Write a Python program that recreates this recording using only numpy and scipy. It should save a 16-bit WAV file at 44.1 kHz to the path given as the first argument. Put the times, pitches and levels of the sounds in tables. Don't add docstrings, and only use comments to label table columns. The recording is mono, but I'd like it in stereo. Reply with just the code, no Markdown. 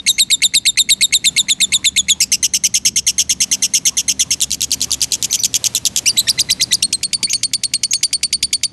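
import sys
import numpy as np
from scipy import signal
from scipy.fft import rfft, irfft, next_fast_len
from scipy.io import wavfile
from scipy.ndimage import uniform_filter1d, minimum_filter1d, map_coordinates

SR = 44100
rng = np.random.default_rng(int(sys.argv[2]) if len(sys.argv) > 2 else 0)


def pcm_store(signal):
    levels = np.round(np.clip(np.atleast_2d(signal), -1, 1) * 32767)
    wavfile.write(sys.argv[1], SR, levels.astype(np.int16).T)


def ratio_of_db(decibels):
    return 10 ** (np.asarray(decibels, float) / 20)


N = 384552

# t/s, lead-in/ms, whistle/ms, level/dB, end f/Hz
SLOW_WHISTLES = [(0.0634, 16, 37, -10, 3675), (0.1815, 14.2, 39.2, -9, 3677), (0.301, 13.6, 38, -9.5, 3625),
                 (0.419, 16, 33.6, -9, 3573), (0.537, 13.2, 36, -9.5, 3645),
                 (0.6529, 13.9, 37.3, -9.5, 3610), (0.7724, 14.2, 35, -8.5, 3603),
                 (0.889, 14.7, 35.3, -8, 3670), (1.0085, 15, 35.2, -8.5, 3656),
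                 (1.124, 15.2, 33.3, -8.5, 3610), (1.2417, 15.6, 35, -9.5, 3520),
                 (1.3635, 16.4, 34.4, -10, 3534), (1.4836, 15.9, 33, -10.5, 3433),
                 (1.602, 14.2, 36, -9.5, 3516), (1.7207, 16, 34, -9.5, 3480),
                 (1.8429, 13.5, 34.6, -10, 3453), (1.9614, 15, 32.7, -9.5, 3390),
                 (2.083, 14.4, 35, -10, 3310)]
QUICK_WHISTLES = [(6.824, 12.4, 27, -13.5, 4300), (6.926, 10.2, 24, -15, 4150),
                  (7.0303, 8.9, 27, -16, 4330), (7.1302, 7.3, 27.6, -14.5, 4470),
                  (7.2289, 7.8, 28, -13.5, 4420), (7.3305, 8.3, 27.8, -14.5, 4410),
                  (7.4309, 8.8, 26.8, -15, 4360), (7.5334, 8.4, 24, -14, 4455),
                  (7.634, 8.1, 24.6, -15.5, 4330), (7.7356, 7.7, 26.8, -14.5, 4285),
                  (7.8324, 8.3, 22.9, -14.5, 4426), (7.9317, 9.2, 27, -14.5, 4395),
                  (8.0296, 9.7, 27.4, -13, 4500), (8.129, 7.7, 29.4, -14.5, 4410),
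                  (8.2299, 8.1, 27, -14, 4440), (8.3264, 9, 28.4, -14, 4430), (8.426, 9.1, 26, -14, 4490),
                  (8.5283, 9.5, 25.6, -13.5, 4430), (8.6319, 10.8, 24.5, -14.5, 4460)]
# t/s, lead-in/ms, warble/ms, level/dB, f/Hz
WARBLE_CALLS = [(2.203, 9.8, 33, -12.5, 2580), (2.3175, 9.1, 32, -12.5, 2797), (2.428, 10.3, 31, -13, 2940),
                (2.5362, 8.3, 32, -14, 2925), (2.6373, 10, 28, -13, 2875), (2.74, 11, 33.7, -14, 2970),
                (2.8504, 8.5, 35, -13, 2930), (2.9593, 10, 32, -14, 2985),
                (3.0661, 11.3, 34.7, -13.5, 2930), (3.1815, 9.7, 37, -14, 3010),
                (3.2937, 9.8, 31.8, -14.5, 3005), (3.4032, 10.5, 33.4, -14, 2980),
                (3.5137, 11.2, 31, -14.5, 2960), (3.6223, 10.4, 35.4, -14.5, 2976),
                (3.7366, 11.6, 37.4, -13.5, 2966), (3.8528, 12.1, 34.4, -13.5, 3070),
                (3.9693, 9.8, 35.6, -15, 3020), (4.0805, 11.5, 35.4, -15, 2968),
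                (4.1938, 11.3, 30, -14, 3075), (4.3059, 7.7, 34, -15.5, 2940)]
# share of the note/1, level/dB
NOTE_FADE = [(0, 9), (.1, 4.5), (.8, -4), (1, -17.5)]
# f/Hz, gain/dB
THROAT_GAIN = [(1500, -30), (2000, -18), (3000, -9.5), (4000, 6), (6300, -11), (8400, -1.5), (10500, -15.5),
               (12500, -20), (15500, -36)]


def along(points, hz):
    f, v = np.transpose(points)
    return np.interp(np.log(hz + 1), np.log(f + 1), v)


def shape(rows, at):
    s, *cols = np.transpose(rows)
    return [np.interp(at, s, c) for c in cols]


def shares(ms):
    return np.linspace(0, 1, round(ms * SR / 1000))


def wobble(count, rate):
    knots = rng.standard_normal(int(count * rate / SR) + 4)
    return map_coordinates(knots, [np.arange(count) * rate / SR])


def noise(colour):
    m = next_fast_len(N)
    x = irfft(rfft(rng.standard_normal(m)) * colour(np.fft.rfftfreq(m, 1 / SR)), m)[:N]
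    return x / x.std()


def add(out, s, hz, db, rough, tilt_db=0, notch_db=0, notch_hz=9200):
    # f/Hz, then five levels/dB
    registers = [
        (2192, 5.5, -5.5, 9.5, -7, 5),
        (3148, -8.5, 2, -21.5, -4.5, 16),
        (3674, -0.5, 5, 11, 7, -18),
    ]
    count = len(hz)
    jitter = rough * wobble(count, 1400) + 35 * rough ** 2 * wobble(count, 3500)
    hz = uniform_filter1d(hz, size=24) * (1 + jitter).clip(.5, 1.5)
    phase = 2 * np.pi * np.cumsum(hz) / SR
    order = np.arange(1, 6)[:, None]
    colour_db = np.array(shape(registers, hz)) + along(THROAT_GAIN, order * hz) + tilt_db * np.log2(order)
    colour_db += notch_db / (1 + ((order * hz - notch_hz) / 650) ** 2)
    shimmer_db = [50 * rough * wobble(count, 600) for _ in order]
    gain = ratio_of_db(colour_db + shimmer_db) * (order * hz < .4 * SR)
    offset = order * 0.24 + rng.normal(-1.37, 0.58, order.shape)
    tone = (gain * np.sin(order * phase + offset)).sum(axis=0)
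    tone /= np.sqrt((gain ** 2).sum(axis=0) / 2)
    swell = ratio_of_db(db + (.8 + 12 * rough) * wobble(count, 400))
    swell = swell * signal.windows.tukey(count, min(1, 60 / count))
    breathiness = (rough / .02) ** .5 * np.ones(count)
    out[:, round(s * SR):][:, :count] += swell * np.array([tone, breathiness])


def contours(out, calls, rough, tilt_db):
    for call in calls:
        hz, db = shape(call, np.arange(call[0][0], call[-1][0], 1 / SR))
        leap = np.minimum(uniform_filter1d(np.abs(np.gradient(hz)), size=130) / 8, 2.5)
        add(out, call[0][0], hz, db, rough * (1 + leap), tilt_db + 0.74 * (db + 10.0))
    return out


def turning_note(out, s, ms, db, hz, rate, start, swing_hz, dip_db, tilt_db, notch_db, fade_db, rough):
    u = shares(ms)
    turns = start + rate * (u * ms / 1000 + .0012 * u * wobble(len(u), 70))
    swing = -np.cos(2 * np.pi * turns)
    pitch_hz = hz * (1.04 - 0.0742 * u) + swing_hz * swing
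    add(out, s, pitch_hz, db + fade_db + dip_db * np.minimum(swing, .3), rough, tilt_db, notch_db)


def cold(s):
    return np.exp(-abs(s - QUICK_WHISTLES[0][0]) / 0.125)


def yard():
    # f/Hz, density/dB per Hz
    spectrum = [(15, -30), (25, -6.5), (183, 2.5), (1440, -16.5), (2610, -15), (4160, -16.5), (6980, -18.5),
                (9760, -21), (11100, -22.5), (12000, -25), (15600, -45), (22000, -120)]
    # t/s, rumble level/dB, hiss level/dB
    traffic = [(0, -45, -53), (.8, -47, -58), (1.2, -43, -51.5), (2.7, -46, -54.5), (3.6, -44, -51),
               (4.6, -42.5, -49.5), (5.5, -44.5, -46), (6.1, -42.5, -43.5), (6.9, -41.5, -52),
               (7.2, -47.5, -55), (8.72, -48, -58)]
    # t/s, level/dB
    hum_course = [(0, -61), (1.6, -55), (1.8, -45), (2.2, -45), (2.75, -49.5), (3.4, -44.5), (3.6, -65),
                  (4.05, -45), (5, -44.5), (5.15, -54), (6.4, -51), (7.7, -62), (8.45, -43), (8.72, -62)]
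    # f/Hz, level/dB, nearest t/s, fade/s
    passing = [
        (118, -45, 6.16, 1.5),
        (190, -46, 2.3, 1.68),
        (264, -47.5, 4.3, 1.06),
    ]
    # t/s, level/dB, f/Hz, length/s
    coo_calls = [
        (1.4, -51, 960, 0.08),
        (1.667, -49, 1050, 0.21),
        (2.09, -54, 950, 0.16),
        (3.89, -46.5, 1055, 0.083),
        (4.238, -49, 1100, 0.052),
        (4.875, -43, 1110, 0.054),
        (7.16, -47.5, 960, 0.11),
    ]
    t = np.arange(N) / SR
    rumble_db, hiss_db = shape(traffic, t)
    hum_db, = shape(hum_course, t)

    def low(hz):
        return 1 / (1 + (hz / 380) ** 4)

    def line(hz, centre_hz):
        return 1 / (1 + ((hz - centre_hz) / 5) ** 2)

    rumble = noise(lambda hz: ratio_of_db(along(spectrum, hz)) * low(hz))
    rumble *= ratio_of_db(rumble_db + 1.86 + 1.54 * wobble(N, 8.9))
    hiss = noise(lambda hz: ratio_of_db(along(spectrum, hz)) * (1 - low(hz)))
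    hiss *= ratio_of_db(hiss_db + 4.5 + 1.8 * wobble(N, 6))
    breeze = ratio_of_db(-52 - 2.6 * t + 2.7 * wobble(N, 2.9)) * noise(lambda f: line(f / 3, 17))
    hum = ratio_of_db(hum_db + 3.5 + 1.0 * wobble(N, 3.42)) * np.sin(2 * np.pi * 72 * t + 2.3 * wobble(N, 7.3))
    out = breeze + rumble + hiss + hum
    for hz, db, s, fade in passing:
        out += ratio_of_db(db - np.minimum(6 * ((t - s) / fade) ** 2, 9)) * noise(lambda f: line(f, hz))
    for s, db, hz, span in coo_calls:
        swell = np.sin(np.pi * np.clip((t - s) / span, 0, 1))
        out += ratio_of_db(db) * swell * noise(lambda f: line(f / 22, hz / 22))
    return out


def whistle_end():
    return ratio_of_db(-18.5) * np.sin(2 * np.pi * 3700 * np.arange(400) / SR) * np.linspace(1, 0, 400)


def tongue_ticks():
    out, t = np.zeros(N), np.arange(SR // 100) / SR
    for calls, ahead in [(SLOW_WHISTLES, .013), (QUICK_WHISTLES, .019)]:
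        for s, *_ in calls:
            ring = np.sin(2 * np.pi * 2000 * t) * np.minimum(1, t / 0.00054)
            out[round((s - ahead) * SR):][:len(t)] += ratio_of_db(-29 + 4 * rng.standard_normal() - 60 * t / 0.0044) * ring
    return out


def lead_ins(out):
    # share of the lead-in/1, pitch factor/1, level/dB
    slow_lead = [(0, 1.19, -17), (0.081, 0.99, -6.5), (.62, 1.03, -3.5), (.7, 1.258, -3), (.88, 1.207, -6),
                 (1.01, 1.95, 3.5)]
    quick_lead = [(0, 1.27, -0.5), (.12, 0.906, -3), (.35, 1.04, 8.5), (.6, 1.65, 3.5), (.85, 1.3, -3),
                  (1, 1.55, 0.5)]
    warble_lead = [(0, 0.96, -0.5), (.12, 1.001, 1), (.6, 1.01, 3.5), (1.01, 1.027, -2)]
    # calls, shape, f/Hz, roughness/1, then tilt/dB per octave, notch/dB, notch f/Hz
    for calls, form, lead_hz, rough, *colour in [
            (SLOW_WHISTLES, slow_lead, 2129, .02, -7.5, -14, 4900),
            (QUICK_WHISTLES, quick_lead, 2259, .025, -1.5),
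            (WARBLE_CALLS, warble_lead, 2090, .02, .3, -11, 4250)]:
        for s, lead_ms, _, db, _ in calls:
            factor, swell_db = shape(form, shares(lead_ms + 0.64))
            hz = lead_hz * (1 + 0.008 * rng.standard_normal() + 0.26 * cold(s))
            add(out, s, hz * factor, db + swell_db, rough * factor ** 2, *colour)


def whistles(out):
    # share of the note/1, factor on the end pitch/1, level/dB
    slow_fall = [(0, 1.2, 0), (.04, 1.26, 1.5), (.12, 1.2, 1), (.155, 1.17, -5), (.2, 1.14, 0),
                 (.4, 1.058, 1), (.7, 1.012, .3), (.92, .995, -3.5), (1.05, .98, -14)]
    quick_fall = [(0, 1.12, 6), (0.068, 1.09, -1), (.3, 1.03, 0), (.5, 1.006, 3), (.78, 1.0, -3.5),
                  (1.05, .992, -21)]
    for calls, form, tilt_db in [(SLOW_WHISTLES, slow_fall, -1.5), (QUICK_WHISTLES, quick_fall, -.3)]:
        for s, lead_ms, ms, db, end_hz in calls:
            height, swell_db = shape(form, 1.05 * shares(1.05 * ms))
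            height = 1 + (height - 1) * (1 - .8 * cold(s)) * (1 + 0.061 * rng.standard_normal())
            rough = .007 * (1 + 14 * np.abs(height - 1))
            add(out, s + lead_ms / 1000, end_hz * height, db + swell_db, rough, tilt_db)


def answers():
    replies = [
        (0.084, -4, 10.4, -9.5, 6230, 1.15),
        (5.309, 9.5, 17, -11, 6160, 0.94),
        (5.390, 11, 25, -15, 5960, 0.71),
        (7.299, 27, 23.2, -12, 6480, 0.87),
        (7.909, -0.5, 14.6, -9, 6540, 1.02),
    ]
    # share of the note/1, pitch factor/1, level/dB
    reply_shape = [(0, 1.01, -8), (.2, 1.005, -6.5), (.55, 1.001, -2.5), (1.01, .97, -16)]
    lead_shape = [(0, 2140, -21), (.75, 2480, -21), (.92, 2860, -13)]

    def lead(s, ms, db):
        return [(s - (1 - u) * ms / 1000, f, db + d) for u, f, d in lead_shape]

    leads, notes = [], []
    for s, lead_ms, ms, db, hz, start in replies:
        glides = lead_ms > 15
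        if 0 < lead_ms < 15:
            leads.append(lead(s + 0.0025, lead_ms + 3, db))
        note = [(s + u * ms / 1000, hz * (f if u else start), db + d) for u, f, d in reply_shape]
        notes.append((lead(s, lead_ms, db) if glides else []) + note)
    return leads, notes


def far_parrot():
    leads, notes = answers()
    out = contours(np.zeros((2, N)), leads, .018, tilt_db=9)
    return contours(out, notes, .018, tilt_db=0.0)[0]


def perch():
    # t/s, level/dB, f/Hz, t60/s
    knocks = [
        (0.45, -28, 950, 0.0064),
        (7.235, -21.5, 370, 0.014),
        (8.437, -25, 240, 0.021),
    ]
    out, t = np.zeros(N), np.arange(SR // 10) / SR
    for s, db, hz, t60 in knocks:
        modes = np.sin(2 * np.pi * hz * t) + 3.5 * np.sin(2 * np.pi * 0.63 * hz * t)
        out[round(s * SR):][:len(t)] += ratio_of_db(db - 60 * t / t60) * modes * np.minimum(1, t * hz / 1.0)
    return out


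def warbles(out):
    for s, lead_ms, ms, db, hz in WARBLE_CALLS:
        u = shares(ms)
        sag_db = np.minimum(shape(NOTE_FADE, u)[0], -7.5 * u)
        fade_db = sag_db + 5.5 + .8 * wobble(len(u), 480)
        turning_note(out, s + lead_ms / 1000, ms, db, hz, rate=250 - 12 * (s - 2.2), start=.08,
                     swing_hz=285 * (hz / 2900) ** 4, dip_db=-2.5, tilt_db=3.5, notch_db=-20,
                     fade_db=fade_db, rough=.032)


def broken_calls(out):
    chips = [(4.4138, -19, 5.5, 24.8, -14.5), (4.5152, -17.5, 9.1, 25.5, -17.5),
             (4.6166, -15, 8.5, 22.5, -16.5), (4.716, -23, 7.7, 22.3, -15), (4.8147, -19.5, 8, 25, -17.5),
             (4.916, -19, 9.4, 22.3, -16.5), (5.0158, -22, 7.4, 24.5, -16), (5.1202, -29, 9.9, 26.2, -18),
             (5.2255, -36, 8.8, 24, -17), (5.328, -46, 9.4, 26, -16), (5.435, -43, 9.5, 19, -15.5),
             (5.5411, -32, 9.3, 22.3, -16), (5.6415, -40, 8.2, 25, -15), (5.749, -38, 8.7, 23, -16.5),
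             (5.8525, -50, 8.6, 19.3, -14.5), (5.9613, -45, 10.9, 21, -16)]
    rasp_fade = [(0, 6), (.1, 4), (.65, 2), (.8, -5.5), (1.01, -25)]
    tick_ms = 4
    chip_colour = dict(swing_hz=0, dip_db=4.5, tilt_db=2.5, notch_db=-8, rough=.035)
    for s, tick_db, wait_ms, rasp_ms, db in chips:
        a, b, c, d = rng.standard_normal(4)
        turning_note(out, s - 0.0096, tick_ms, tick_db, 2800, rate=118, start=0.636,
                     fade_db=shape(NOTE_FADE, shares(tick_ms))[0], **{**chip_colour, "swing_hz": 700})
        chip_ms = wait_ms - 2.84
        turning_note(out, s, chip_ms, db + 6, 3200 * (1 + 0.067 * a), rate=100, start=.47 + 0.0592 * b,
                     fade_db=shape(NOTE_FADE, shares(chip_ms))[0], **{**chip_colour, "swing_hz": 1050})
        ms = rasp_ms * 1.25
        u = shares(ms)
        fade_db = shape(rasp_fade, u)[0] + 4.5 * np.minimum(wobble(len(u), 480), 1)
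        turning_note(out, s + wait_ms / 1000, ms, db, 2860 * (1 + 0.0418 * c), rate=190 * (1 + .2 * d),
                     start=0.17, swing_hz=470, dip_db=2.5, tilt_db=4, notch_db=-8, fade_db=fade_db, rough=.04)


def opening_cries(out):
    # t/s, f/Hz, level/dB
    parts = [
        [(6.058, 2210, -18), (6.061, 2280, -13.5), (6.075, 2820, -10.5), (6.087, 3030, -5), (6.092, 2580, -25)],
        [(6.0915, 5100, -8), (6.095, 4740, -11), (6.108, 4680, -15.5), (6.115, 4570, -25)],
        [(6.163, 2080, -40), (6.171, 2080, -20.5), (6.176, 3800, -14), (6.194, 4020, -3.5), (6.1965, 3450, 1),
         (6.1985, 4100, -10), (6.2005, 3410, -12), (6.203, 4200, -12), (6.214, 4000, -19)],
    ]
    contours(out, parts, .016, tilt_db=-1.5)


def flipping_cries(out):
    # t/s, lead-in f/Hz, flip after/ms, flip f/Hz, level just before the flip/dB
    flip_calls = [
        (6.27, 1820, 30, 5860, -14),
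        (6.377, 2046, 29.6, 6400, -19),
        (6.488, 2030, 30.2, 6300, -19),
        (6.597, 2060, 31, 6450, -21),
        (6.709, 1968, 32.6, 6610, -24),
    ]
    # t/ms, level/dB
    climb = [(0, -26.5), (12.5, -16)]
    # t/ms, f/Hz, level/dB
    settle = [(4, 4850, -14), (12, 4730, -10.5), (18, 3800, -49)]
    top_hz = 4245
    calls = []
    for s, lead_hz, flip_ms, flip_hz, catch_db in flip_calls:
        points = [(ms, lead_hz, db) for ms, db in climb]
        points += [(18, 3554, -12),
                   (flip_ms - 5.5, top_hz, -2.5),
                   (flip_ms - 5.29, top_hz + 110, catch_db),
                   (flip_ms, flip_hz, -5.5)]
        points += [(flip_ms + ms, hz, db) for ms, hz, db in settle]
        calls.append([(s + ms / 1000, hz, db) for ms, hz, db in points])
    contours(out, calls, .016, tilt_db=-4.5)


def parrot():
    out = np.zeros((2, N))
    for notes in (lead_ins, whistles, warbles, broken_calls, opening_cries, flipping_cries):
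        notes(out)
    voice, loudness = out
    breath = noise(lambda hz: ratio_of_db(along(THROAT_GAIN, hz) - 8 / (1 + ((hz - 5100) / 500) ** 2)))
    return voice + tongue_ticks() + ratio_of_db(-22.5) * loudness * breath


def boards(x):
    t = np.arange(SR // 12) / SR
    tail = rng.standard_normal(len(t)) * ratio_of_db(-60 * t / 0.027) * (t > .0015)
    return signal.fftconvolve(x, tail / np.linalg.norm(tail))[:N]


def room(x):
    # f/Hz, t60/s
    wall_decay = [(1500, 0.11), (4000, 0.43), (8000, 0.22), (12000, 0.2)]
    hz, t, z = signal.stft(rng.standard_normal(SR // 2), SR, nperseg=256)
    tail = signal.istft(z * ratio_of_db(-60 * t / along(wall_decay, hz)[:, None]), SR, nperseg=256)[1]
    return signal.fftconvolve(np.pad(x, (200, 0)), tail / np.linalg.norm(tail))[:N]


def scene():
    near = parrot()
    near[:400] += whistle_end()
    far = far_parrot()
    echoes = ratio_of_db(-13) * boards(near + far) + room(ratio_of_db(-28.5) * near + ratio_of_db(-7.5) * far)
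    mono = near + far + echoes + yard() + perch()
    return np.array([mono, mono])


def hush(x):
    hz, _, z = signal.stft(x, SR, nperseg=256)
    power = uniform_filter1d(uniform_filter1d(np.abs(z) ** 2, size=3, axis=1), size=7, axis=2)
    openness = power ** 2 / (power ** 2 + ratio_of_db(-73) ** 4)
    gain = np.where(hz[:, None] > 4400, ratio_of_db(-14 * (1 - openness)), 1)
    return signal.istft(z * gain, SR, nperseg=256)[1][:, :N]


def roll_off(x):
    return signal.sosfilt(signal.butter(12, 16800, fs=SR, output="sos"), x)


def record(dry):
    hz = np.fft.rfftfreq(N, 1 / SR)
    treble_drop = ratio_of_db(-54) + 1 / (1 + (hz / 12050) ** 70) + ratio_of_db(-32) / (1 + (hz / 13300) ** 60)
    bass_drop = 1 + (36 / (hz + 1)) ** 4
    heard = hush(irfft(rfft(dry) * treble_drop / bass_drop, N))
    need = minimum_filter1d(np.minimum(1, 1.02 / (np.abs(heard) + 1e-9)), size=120)
    heard = heard * uniform_filter1d(need, size=60)
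    rounded = heard / (1 + np.abs(heard / .87) ** 6) ** (1 / 6)
    kept = rfft(rounded) / (1 + (hz / 15900) ** 80)
    treble = irfft(kept[0] / (1 + (10500 / (hz + 1)) ** 8), N)
    loudness = uniform_filter1d(np.abs(treble), size=600)
    side = ratio_of_db(-4) * np.tanh(wobble(N, 100)) * treble * loudness / (loudness + .012)
    return roll_off(irfft(kept, N) + side * [[1], [-1]])


dry = scene()
out = record(dry)
pcm_store(out)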